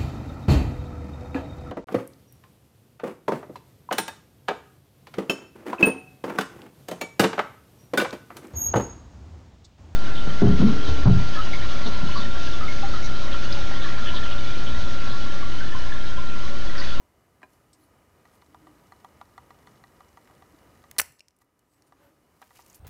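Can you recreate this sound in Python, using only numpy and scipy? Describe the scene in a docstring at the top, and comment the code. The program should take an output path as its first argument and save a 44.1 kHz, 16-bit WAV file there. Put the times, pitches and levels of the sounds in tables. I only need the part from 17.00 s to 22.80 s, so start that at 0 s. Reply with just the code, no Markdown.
"""Desoldering pump at close range

A spring-loaded pump on a hot joint in a metal chassis fires once. Contacts are decaying noise and modal rings;
the piston's scrape is shaped noise, its stop one pressure swing, and the spring a set of close modes.
Before and after come lens ticks as a camera hunts for focus, faint scattered ticks, taps, clatter, rustles, a tone.
Workshop hush is shaped noise, a faint diffuse tail is the room, and the gain ducks at the snap."""
import sys
import numpy as np
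from scipy import signal
from scipy.fft import rfft, irfft, next_fast_len
from scipy.io import wavfile
from scipy.ndimage import uniform_filter1d

SR = 44100
rng = np.random.default_rng(int(sys.argv[2]) if len(sys.argv) > 2 else 0)


def wav_out(sig):
    """Save sig, one row per channel (or a flat mono array), as 16-bit PCM at SR to the path in sys.argv[1]."""
    wavfile.write(sys.argv[1], SR, np.round(np.clip(np.atleast_2d(sig).T, -1, 1) * 32767).astype(np.int16))


N = 255603
TIME = np.arange(N) / SR

# Workshop hush, louder while the hand is close: t/s, level/dB
HUSH_LEVEL = [(0.3, -65.5), (0.6, -64), (1.25, -62.5), (1.7, -60), (3.948, -59), (4.251, -65.5),
              (5.35, -66.5), (5.8, -63.5)]
# Relative spectral density of the low hush and of the fine hiss: f/Hz, density/(dB per Hz)
HUSH_SPECTRUM = [(25, -19.5), (50, -2), (85, 2), (190, -4), (290, -3.5), (550, -7), (720, -9),
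                 (1220, -12.5), (1600, -16), (2000, -16), (2700, -23), (3050, -24), (3300, -28),
                 (8000, -34.5)]
HISS_SPECTRUM = [(1000, -18.5), (3300, -9.5), (5000, -5.5), (9000, -6.5), (14000, -7.5), (15700, -17),
                 (16200, -31)]
# Narrow humps in the hush: f/Hz, width at half amplitude/Hz, level before the swell/dB
HUSH_HUMPS = [(79, 74, -79), (265, 69, -86.5), (976, 44, -80.5), (1236, 120, -77), (2937, 90, -85)]
# Steps of the focusing lens: t/s, peak of housing ring/dB, tilt/(dB per octave), gear bite re peak/dB
FOCUS_STEPS = [(0.418, -48.5, -1, -14), (1.254, -48, 4.5, -12), (1.421, -46.5, 2.5, -13),
               (1.5456, -38.5, -6.5, -15), (1.67, -42.5, 2, -14), (1.921, -38, 1.5, -19),
               (2.046, -35.5, -5, -14.5), (2.213, -33.5, -5, -14), (2.379, -34, -1.5, -12.5),
               (2.5057, -39, 3, -22), (2.6718, -42, 4, -10), (2.839, -42, 3, -15), (3.006, -40.5, 0, -20),
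               (3.1721, -39, 2, -22), (3.298, -47.5, -6, -16), (3.423, -43.5, -4.5, -8),
               (3.84, -46, 4.5, -10), (3.964, -47.5, 6, -12), (4.417, -47.5, 4.5, -22),
               (4.923, -45, -5, -12.5), (5.417, -42.5, -2, -11), (5.507, -46.5, 3, -15),
               (5.591, -42, -4, -14)]
# Modes of the lens housing before tilt and scatter: f/Hz, relative level/dB, T60/s
LENS_MODES = [(555.4, -15, 0.047), (796, 0.5, 0.049), (960, -3, 0.052), (1152, 5, 0.018),
              (1364, -2.5, 0.029), (1566, -10.5, 0.014), (1974, -2, .028), (2998, -22, 0.014),
              (3450, -21, .018), (3950, -19, 0.014), (4217, -18.5, 0.014), (6400, -21, 0.0069)]
# Relative spectrum of the room's answer: f/Hz, level/dB
ROOM_SPECTRUM = [(80, 9), (200, -1), (320, 7), (420, 3.5), (900, 0.5), (1800, -1), (2600, 0), (3400, -5),
                 (4400, -5), (5200, 0), (5900, -3), (6700, 0), (7800, 0.5), (9000, -2), (10400, -3),
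                 (12500, -3), (14600, -1), (15800, -12.5)]
# Reverberation time of the room: f/Hz, T60/s
ROOM_T60 = [(100, .7), (500, .45), (2000, .42), (5000, .46), (8000, .42), (15000, .36)]
# Knocks on the chassis: t/s, peak level of the ring/dB
KNOCKS = [(0.4305, -36), (5.425, -48)]
# Modes of the chassis sheet metal: f/Hz, relative level/dB, T60/s
CHASSIS_MODES = [(209, -13, .12), (274, -12, 0.15), (379, -8.5, 0.14), (621, -8, 0.11), (755, -9.5, 0.12),
                 (1010, -4, 0.1), (1620, 1, .045), (1840, 0.5, 0.03), (2430, -4, 0.053), (3380, -47, 0.023),
                 (4000, -18.5, 0.071), (7400, -22, .05)]
# Light taps of finger, nozzle and iron on the pump, wires and lugs:
# t/s, approximate peak level/dB, strongest f/Hz, spread/octaves, T60/s
TAPS = [(0.4335, -44, 1700, .1, .03), (0.4345, -46, 2470, 0.042, 0.033), (0.4375, -44, 800, 0.41, .04),
        (5.428, -49, 2600, 0.46, 0.018), (5.563, -53, 2500, .25, .04), (5.574, -52, 4800, .5, .03),
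        (0.7306, -53, 5500, 0.54, 0.11), (0.731, -51, 8330, .07, .06), (3.255, -57, 2200, .6, 0.024),
        (3.274, -48, 1500, 0.6, .04), (3.311, -47, 1200, 0.45, 0.027), (3.351, -53, 3000, 1.2, .012),
        (3.913, -27.5, 7900, 0.93, 0.0059), (3.914, -38.5, 1950, 0.62, 0.013), (4.04, -45, 7000, 1, .008),
        (4.059, -36, 7000, 1, .01), (4.122, -40.5, 9160, 0.55, 0.012), (4.365, -51, 9520, 0.54, 0.026),
        (4.388, -49.5, 9500, 0.5, 0.018), (4.418, -54, 7400, .2, 0.024), (4.429, -55, 11970, 0.42, .006),
        (4.445, -55, 11100, .4, 0.013), (4.592, -49, 7000, 0.73, 0.014), (5.4243, -42, 1000, 0.39, 0.039),
        (5.4172, -47, 3000, 1.6, 0.029), (5.6204, -52, 6050, 0.28, 0.047), (5.6625, -48, 7300, .6, .022),
        (5.682, -51, 13500, .4, .015), (5.6985, -46.5, 6200, 0.27, 0.043), (5.699, -53, 13000, .4, .04),
        (5.7296, -45, 6800, 0.38, 0.012), (5.7452, -43.5, 8000, 0.94, 0.064),
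        (5.756, -45, 12000, 0.23, 0.054)]
# Modes of the nozzle as it leaves the lug: f/Hz, relative level/dB, T60/s
NOZZLE_MODES = [(590, -15, 0.025), (2380, -3, .015), (2770, 1, .016), (4240, -9, .014), (5100, -1, 0.013),
                (5550, -1.5, .014), (6860, -12, .012)]
# Clatter of the loose pump as it is lifted away: t/s, approximate peak level/dB, tilt/(dB per octave), T60/s
CLATTERS = [(4.189, -46, -2, .015), (4.1943, -34, 2, .011), (4.2056, -35, 1, 0.011),
            (4.2836, -34.5, 2.5, 0.013), (4.307, -47, -2, .012), (4.822, -47.5, 1.5, 0.012)]
# Relative spectral density of the clatter before tilt: f/Hz, density/(dB per Hz)
CLATTER_SPECTRUM = [(1000, -22), (1900, -2), (2800, -2.5), (3500, -7), (4400, 1), (5400, 3.5), (6300, -1),
                    (7500, -5), (9200, -4), (10800, -15), (13000, -14), (15000, -24)]
# Soft rustles as tools are handled: middle t/s, length/s, level/dB
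RUSTLES = [(0.53, 0.092, -70), (0.83, 0.11, -73), (1.35, 0.058, -69), (4.414, .02, -60.5),
           (4.74, 0.13, -72.5), (4.875, 0.02, -69), (5.06, 0.093, -76), (5.46, 0.13, -73),
           (5.571, 0.036, -60.5), (5.66, 0.36, -63.5), (5.762, 0.033, -67.5)]
# Relative spectral density of the rustles: f/Hz, density/(dB per Hz)
RUSTLE_SPECTRUM = [(300, -3), (1500, -2), (2600, 0), (3400, -6), (4800, -2.5), (6500, -3), (10000, -4),
                   (14000, -4), (15500, -8.5)]
# Fingers sliding on the barrel:
# middle t/s, length/s, level/dB, f at the middle/Hz, glide/(octaves per s), bandwidth of each pole/Hz
FINGER_RUBS = [(.54, .08, -78, 11500, 0, 2500), (0.828, .05, -77, 4100, 1, 700),
               (.835, .06, -72.5, 10100, -1, 1200), (.825, .07, -76, 13200, 0, 600),
               (1.35, .06, -75, 9800, 0, 1800), (1.365, .04, -78, 13400, 0, 600),
               (4.734, 0.081, -76, 8040, -.5, 400), (4.876, 0.026, -73, 9000, 0, 351),
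               (5.06, .1, -76, 13000, 0, 2500)]
# Soft swells of low noise: middle t/s, length/s, level/dB
LOW_SWELLS = [(0.774, 0.23, -67), (1.505, 0.077, -60.5), (1.68, 0.21, -61), (3.547, 0.018, -54.5),
              (5.045, 0.89, -71.5)]
# Steps in which the lens drive whines: t/s, level/dB
DRIVE_WHINES = [(1.422, -59), (1.926, -54), (2.51, -59), (2.672, -56), (2.84, -54)]
# Modes of the lens drive before scatter: f/Hz, relative level/dB, T60/s
DRIVE_MODES = [(1930, 2, .02), (3350, -4, 0.0076), (3947, -1, 0.014), (5280, -1.5, .012),
               (6380, -2.5, 0.015), (8070, -4, .01)]
# Contacts inside the pump, from the latch to the last bounce:
# t/s, rattle level/dB, strongest f/Hz, spread/octaves, rattle T60/s, gain of barrel ring/dB
PUMP_CONTACTS = [(3.9842, -6, 9000, .6, .003, -24), (3.9876, -3.5, 9600, .1, .004, -16),
                 (3.9878, -8, 4450, .12, .005, -21), (3.9935, -17, 1900, .4, .005, -25),
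                 (3.9984, -15, 2850, .22, .005, -20), (3.9987, -4, 12500, .35, .004, -23),
                 (4.0012, -13, 11000, .4, .007, -25), (4.0042, -9, 10500, .8, .005, -23),
                 (4.0146, -22, 1000, 1.2, .018, -35), (4.0152, -17.5, 8300, .28, .013, -29),
                 (4.016, -16, 5950, .07, .012, -19), (4.017, -23, 14600, .05, .012, -29)]
# Modes of barrel and piston before the contact's emphasis: f/Hz, relative level/dB, T60/s
BARREL_MODES = [(340, -20, .04), (580, -15, .04), (720, -17, .03), (1180, -8, .014), (1770, 0, .022),
                (2150, -8, .014), (2650, -4, .018), (4380, -3, .011), (5970, -2, .016), (7750, -3, .014),
                (9250, -3, .01), (10150, -2, .014), (12300, -5, .008), (14650, -1, .016)]
# Relative spectral density of scrape and rushing air: f/Hz, density/(dB per Hz)
SCRAPE_SPECTRUM = [(60, -8), (220, -9), (320, -2), (420, -7), (600, -4), (850, -14), (1150, -2), (1450, -5),
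                   (1770, 2), (2300, -5), (2650, 0), (3650, -12), (4350, 0), (5050, -6), (5950, 2),
                   (6700, -11), (7750, 3), (8500, 0), (10100, 3), (11400, -7), (12400, -1), (13300, -8),
                   (14550, 5), (15200, -6), (15900, -15)]
# The piston's dead stop: t/s, f of pressure swing/Hz, half-length to 1/e/s, level/dB
PISTON_STOP = (3.9985, 1800, .00029, -3)
# Mode clusters of the freed spring: reference f/Hz, relative level/dB, T60/s
SPRING_MODES = [(1800, -7, .6), (1953, -3.5, .7), (2300, -5.5, .5), (2500, -8.5, .5), (2640, -5, .65),
                (5930, -3.5, .6), (7560, -6.5, .45), (7770, 0, .55), (7860, -3.5, .5), (10170, -3, .45),
                (12470, -7.5, .42), (14670, -2, .42)]
# Low bumps of the bench after the recoil: t/s, level/dB, f/Hz, T60/s
BENCH_THUDS = [(4.035, -53, 68.2, .16), (4.098, -46, 133, 0.088)]


def amp(db):
    """Level definition: converts decibels to an amplitude gain."""
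    return 10 ** (np.asarray(db) / 20)


def unit(x):
    """Normalization: scales a signal to rms 1."""
    return x / np.sqrt(np.mean(x ** 2) + 1e-20)


def decay(t, t60):
    """Exponential decay: amplitude falls by 60 dB in each T60."""
    return np.exp(-np.log(1000) * t / t60)


def read(points, hz):
    """Logarithmic interpolation: reads a table on a log-frequency axis."""
    f, value = np.transpose(points)
    return np.interp(np.log(hz + 1), np.log(f + 1), value)


def colour(x, points):
    """Linear filtering: multiplies the spectrum of x by a tabulated gain and returns it at rms 1."""
    size = next_fast_len(len(x))
    gain = amp(read(points, np.fft.rfftfreq(size, 1 / SR)))
    return unit(irfft(rfft(x, size) * gain, size)[:len(x)])


def add(mix, s, sound):
    """Superposition: adds a sound to the mix in place at time s, in seconds."""
    part = mix[round(s * SR):][:len(sound)]
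    part += sound[:len(part)]


def emphasis(hz, centre_hz, octaves):
    """Selective excitation: a hump around the frequency that a contact excites most."""
    return 1 / (1 + (np.log2((hz + 1) / centre_hz) / octaves) ** 2)


def hump_noise(size, centre_hz, octaves):
    """Band-shaped noise: white noise weighted by one hump in frequency."""
    hump = emphasis(np.fft.rfftfreq(size, 1 / SR), centre_hz, octaves)
    return irfft(rfft(rng.standard_normal(size)) * hump, size)


def bumps(rows, edge=2):
    """Amplitude modulation: smooth swells from rows of middle t/s, length/s, level/dB."""
    return sum(amp(db) * np.exp(-abs(2 * (TIME - s) / length) ** edge) for s, length, db in rows)


def envelope(start_s, attack_s, hold_s, t60):
    """Attack and decay: a straight rise, full level until hold_s after the start, then exponential decay."""
    t = TIME - start_s
    return np.clip(t / attack_s, 0, 1) * decay(np.maximum(t - hold_s, 0), t60)


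def ring(modes, length_s):
    """Modal superposition: damped sines of a struck body, neighbouring modes starting in opposite directions."""
    t = TIME[:round(length_s * SR)]
    out = np.zeros(len(t))
    for k, (hz, db, t60) in enumerate(modes):
        out += (-1) ** k * amp(db) * decay(t, t60) * np.sin(2 * np.pi * hz * t)
    return out


def rattle(noise, t60):
    """Dense impacts: noise under an exponential decay, with a peak of about 1."""
    fall = decay(TIME[:len(noise)], t60)
    return .5 * unit(noise * fall) * np.sqrt(np.mean(fall ** 2))


def crack(centre_hz, octaves, t60, size=4096):
    """Broadband contact: the dense, quickly dying rattle of a hard contact, with a peak of about 1."""
    return rattle(hump_noise(size, centre_hz, octaves), t60)


def hush(hiss_db=-12, hiss_follow=0.83, waver_db=1):
    """Ambient noise: low room noise with narrow humps, and a fine hiss that follows part of its slow swell."""
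    s, db = np.transpose(HUSH_LEVEL)
    swell_db = np.interp(TIME, s, db) - db.mean()
    waver = np.interp(TIME, np.linspace(0, TIME[-1], 60), rng.standard_normal(60))
    size = next_fast_len(N)
    hz = np.fft.rfftfreq(size, 1 / SR)
    humps = np.zeros(len(hz))
    for centre_hz, width_hz, hump_db in HUSH_HUMPS:
        humps += amp(hump_db) * unit(1 / (1 + (2 * (hz - centre_hz) / width_hz) ** 2))
    low = amp(db.mean()) * colour(rng.standard_normal(N), HUSH_SPECTRUM)
    low += irfft(rfft(rng.standard_normal(size)) * humps, size)[:N]
    hiss_gain = amp(db.mean() + hiss_db + hiss_follow * swell_db)
    hiss = hiss_gain * colour(rng.standard_normal(N), HISS_SPECTRUM)
    return low * amp(swell_db + waver_db * waver) + hiss


def lens(stop_s=.0042, stop_share=0.5, tick_db=-19, bite_hz=3500, bite_t60=.018,
         knock_db=-10, knock_hz=1000, knock_t60=0.018):
    """Impulsive excitation: each step kicks the housing at start and stop, gears bite, the mount rattles dully."""
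    out = np.zeros(N)
    scatter_db, detune = 1.5, .012  # standard deviations; detune is a fraction of pitch
    for s, db, tilt_db, bite_db in FOCUS_STEPS:
        pitch = 1 + detune * rng.standard_normal()
        modes = []
        for hz, mode_db, t60 in LENS_MODES:
            shift_db = tilt_db * np.log2(hz / 1000) + scatter_db * rng.standard_normal()
            modes.append((hz * pitch, mode_db + shift_db, t60))
        kick = ring(modes, length_s=.08)
        step = kick.copy()
        add(step, stop_s, stop_share * kick)
        add(out, s, amp(db) * step / abs(step).max())
        add(out, s, amp(db + tick_db) * crack(3600, 0.91, .025))
        add(out, s, amp(db + bite_db) * crack(bite_hz, 0.31, bite_t60))
        add(out, s, amp(db + knock_db) * crack(knock_hz, 0.64, knock_t60))
    return out


def room(x, build_s=0.0019):
    """Reverberation: convolution with a diffuse tail that builds quickly, each band dying at its own speed."""
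    hz, t, bands = signal.stft(rng.standard_normal(SR), SR, nperseg=256)
    bands = bands * amp(read(ROOM_SPECTRUM, hz))[:, None] * decay(t, read(ROOM_T60, hz)[:, None])
    tail = signal.istft(bands, SR, nperseg=256)[1][:SR]
    tail = tail * (1 - np.exp(-TIME[:SR] / build_s))
    return signal.fftconvolve(x, tail / np.linalg.norm(tail))[:N]


def clatter(tilt_db, t60, size=4096):
    """Multiple impacts: loose pump parts rattle as tilted, decaying noise, with a peak of about 1."""
    spectrum = [(hz, db + tilt_db * np.log2(hz / 1000)) for hz, db in CLATTER_SPECTRUM]
    return rattle(colour(rng.standard_normal(size), spectrum), t60)


def tools(knock_crack_db=-6, knock_hz=1700, knock_t60=0.012, nozzle_s=4.2055, nozzle_db=-28.5):
    """Struck bodies: knocks ring the chassis, the nozzle rings, loose parts clatter; light taps only crack."""
    out = np.zeros(N)
    chassis = ring(CHASSIS_MODES, length_s=.5)
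    for s, db in KNOCKS:
        add(out, s, amp(db) * chassis / abs(chassis).max())
        add(out, s, amp(db + knock_crack_db) * crack(knock_hz, 0.37, knock_t60))
    nozzle = ring(NOZZLE_MODES, length_s=.5)
    add(out, nozzle_s, amp(nozzle_db) * nozzle / abs(nozzle).max())
    for s, db, tilt_db, t60 in CLATTERS:
        add(out, s, amp(db) * clatter(tilt_db, t60))
    for s, db, hz, octaves, t60 in TAPS:
        add(out, s, amp(db) * crack(hz, octaves, t60))
    return out


def rustle(slips_per_s=4000, spread_db=1.5, catch_db=3.0, catch_s=.005):
    """Stick-slip friction: tiny uneven slips cluster as hands and tools slide, catching and letting go."""
    knots = np.arange(0, N / SR + catch_s, catch_s)
    catching = amp(catch_db * np.interp(TIME, knots, rng.standard_normal(len(knots))))
    sizes = amp(spread_db * np.minimum(rng.exponential(1, N), 4))
    happens = rng.random(N) < slips_per_s / SR
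    slips = rng.standard_normal(N) * sizes * happens
    # edge: 1 would be a spike, 2 a bell
    return bumps(RUSTLES, edge=1.14) * colour(slips * catching, RUSTLE_SPECTRUM)


def rubs():
    """Resonant friction: skin sliding on the barrel is noise in one resonance that glides as the grip shifts."""
    out = np.zeros(N)
    reach_s = .2  # rendered time on each side of the middle
    t = np.arange(-reach_s, reach_s, 1 / SR)
    for s, length, db, hz, glide, width in FINGER_RUBS:
        pole = np.exp(-np.pi * width / SR)
        noise = rng.standard_normal(len(t)) + 1j * rng.standard_normal(len(t))
        narrow = signal.lfilter([1], [1, -2 * pole, pole * pole], noise)  # a double pole at 0 Hz
        phase = 2 * np.pi * np.cumsum(hz * 2 ** (glide * t)) / SR
        hiss = (narrow * np.exp(1j * phase)).real  # moved up to the gliding frequency
        add(out, s - reach_s, amp(db) * np.exp(-(2 * t / length) ** 2) * unit(hiss))
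    return out


def swells(centre_hz=300, octaves=0.16):
    """Modulated noise: a low band of noise rises softly now and then."""
    return unit(hump_noise(N, centre_hz, octaves)) * bumps(LOW_SWELLS)


def small_ticks(tick_db=-60, spread_db=3.0, tick_hz=4600, count=60, start_s=1.25, end_s=3.85):
    """Random impulses: faint, scattered small ticks between the larger lens steps."""
    out = np.zeros(N)
    for when, size, pitch in rng.random((count, 3)):
        tick = crack(tick_hz * 2 ** (pitch - .5), .55, .01)  # up to half an octave either way
        level_db = tick_db + spread_db * min(-np.log(size), 2)
        add(out, start_s + when * (end_s - start_s), amp(level_db) * tick)
    return out


def drive(nudge_db=-56.0, spread_db=1.5, scatter_db=2.5, nudges_per_s=23.99, whine_hz=4260, whine_half_s=0.0015):
    """Periodic excitation: steady small nudges tick the lens drive, which whines in some of the big steps."""
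    whines = bumps([(s, 2 * whine_half_s, db) for s, db in DRIVE_WHINES])
    out = whines * np.sin(2 * np.pi * whine_hz * TIME)
    for s in np.arange(1.2544, 3.86, 1 / nudges_per_s):
        modes = [(hz, db + scatter_db * rng.standard_normal(), t60) for hz, db, t60 in DRIVE_MODES]
        tick = ring(modes, length_s=.03)
        add(out, s, amp(nudge_db + spread_db * rng.standard_normal()) * tick / abs(tick).max())
    return out


def barrel(centre_hz, octaves):
    """Modal excitation: the barrel's ring after a contact that favours the modes near centre_hz."""
    modes = [(hz, db + 20 * np.log10(emphasis(hz, centre_hz, octaves)), t60) for hz, db, t60 in BARREL_MODES]
    return ring(modes, length_s=.05)


def scrape(start_db=-22, speed_up_db=2, leak_db=-18.5, leak_t60=0.093):
    """Sliding friction: the piston's scrape grows with its speed, then dies fast while a little air leaks on."""
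    start_s = PUMP_CONTACTS[0][0]  # the latch
    attack_s, stroke_s, stroke_t60 = .001, .02, .017
    travel = np.clip((TIME - start_s) / stroke_s, 0, 1)
    rub = envelope(start_s, attack_s, stroke_s, stroke_t60)
    leak = amp(leak_db) * envelope(start_s, attack_s, stroke_s, leak_t60)
    low_cut = signal.butter(2, 200, "highpass", fs=SR, output="sos")
    noise = signal.sosfilt(low_cut, colour(rng.standard_normal(N), SCRAPE_SPECTRUM))
    return amp(start_db + speed_up_db * travel) * np.maximum(rub, leak) * noise


def spring(cluster_hz=130, count=10):
    """Beating of close modes: the coils ring in narrow clusters, so the ring shimmers."""
    modes = []
    for hz, db, t60 in SPRING_MODES:
        for _ in range(count):
            modes.append((hz + cluster_hz * rng.uniform(-0.79, 1), db, t60))
    return ring(modes, length_s=.5) / np.sqrt(count)


def pump(slam_ring_db=-27, slam_octaves=0.42, spring_db=-56, thump_db=-44, thump_hz=84):
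    """Impact and friction: contacts ring the barrel, the piston scrapes and stops dead, and the spring rings on."""
    out = scrape()
    for s, db, hz, octaves, t60, ring_db in PUMP_CONTACTS:
        add(out, s, amp(ring_db) * barrel(hz, octaves))
        add(out, s, amp(db) * crack(hz, octaves, t60))
    # the dead stop jerks the whole barrel: one strong swing of pressure
    stop_s, push_hz, push_s, push_db = PISTON_STOP
    t = TIME - stop_s
    out -= amp(push_db) * np.cos(2 * np.pi * push_hz * t) * np.exp(-(t / push_s) ** 2)
    add(out, stop_s, amp(slam_ring_db) * barrel(push_hz, slam_octaves))
    add(out, stop_s, amp(spring_db) * spring())
    # the recoil thumps the bench through the nozzle
    add(out, PUMP_CONTACTS[0][0], ring([(thump_hz, thump_db, .36)], length_s=.5))
    for s, db, hz, t60 in BENCH_THUDS:
        add(out, s, ring([(hz, db, t60)], length_s=.5))
    return out


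def tone(start_s=5.0, end_hz=560, sag_hz=35, sag_s=0.039, level_db=-65, rough=0.44, blur_hz=35):
    """Quadrature modulation: slow noise blurs a faint, brief tone that sinks towards end_hz."""
    hz = end_hz + sag_hz * np.exp(-np.maximum(TIME - start_s, 0) / sag_s)
    shape = envelope(start_s, attack_s=0.022, hold_s=0.064, t60=0.45)
    blur = signal.butter(2, blur_hz, fs=SR, output="sos")
    a, b = unit(signal.sosfilt(blur, rng.standard_normal((2, N))))
    phase = 2 * np.pi * np.cumsum(hz) / SR
    blurred = (1 + rough * a) * np.sin(phase) + rough * b * np.cos(phase)
    return amp(level_db) * shape * unit(blurred)


def mid_swell(middle_s=5.04, length_s=0.13, db=-66, centre_hz=1100):
    """Modulated noise: the room noise swells once in the middle range."""
    return unit(hump_noise(N, centre_hz, 0.83)) * bumps([(middle_s, length_s, db)])


def scene(pump_room_db=-20, tools_room_db=-21):
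    """Direct and diffuse sound: every source is close to the microphone, so the room is faint."""
    snap = pump()
    small = tools() + lens() + drive() + small_ticks()
    wet = room(amp(pump_room_db) * snap + amp(tools_room_db) * small)
    handling = rustle() + rubs()
    background = hush() + swells() + mid_swell() + tone()
    return (snap + small + wet + handling + background)[None]


def record(dry, threshold_db=-32, recover_db_per_s=19, most_db=9, low_cut_hz=30, attack_s=0.065, edge_hz=15800):
    """Dynamic compression: after a bass cut, gain sinks when power is high and creeps back; then a band limit."""
    x = signal.sosfilt(signal.butter(2, low_cut_hz, "highpass", fs=SR, output="sos"), dry)
    power = uniform_filter1d(x[0] ** 2, size=400)  # about 9 ms
    power_db = 10 * np.log10(abs(power) + 1e-12)
    # peak hold that sinks at a steady rate
    fall_db = TIME * recover_db_per_s
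    held_db = np.maximum.accumulate(power_db + fall_db) - fall_db
    over_db = np.clip(held_db - threshold_db, 0, most_db)
    pole = np.exp(-1 / (attack_s * SR))
    ducked = x / amp(signal.lfilter([1 - pole], [1, -pole], over_db))
    band_limit = signal.firwin(255, edge_hz, window=("kaiser", 9), fs=SR)
    return signal.oaconvolve(ducked, band_limit[None], "same")


dry = scene()
out = record(dry)
wav_out(out)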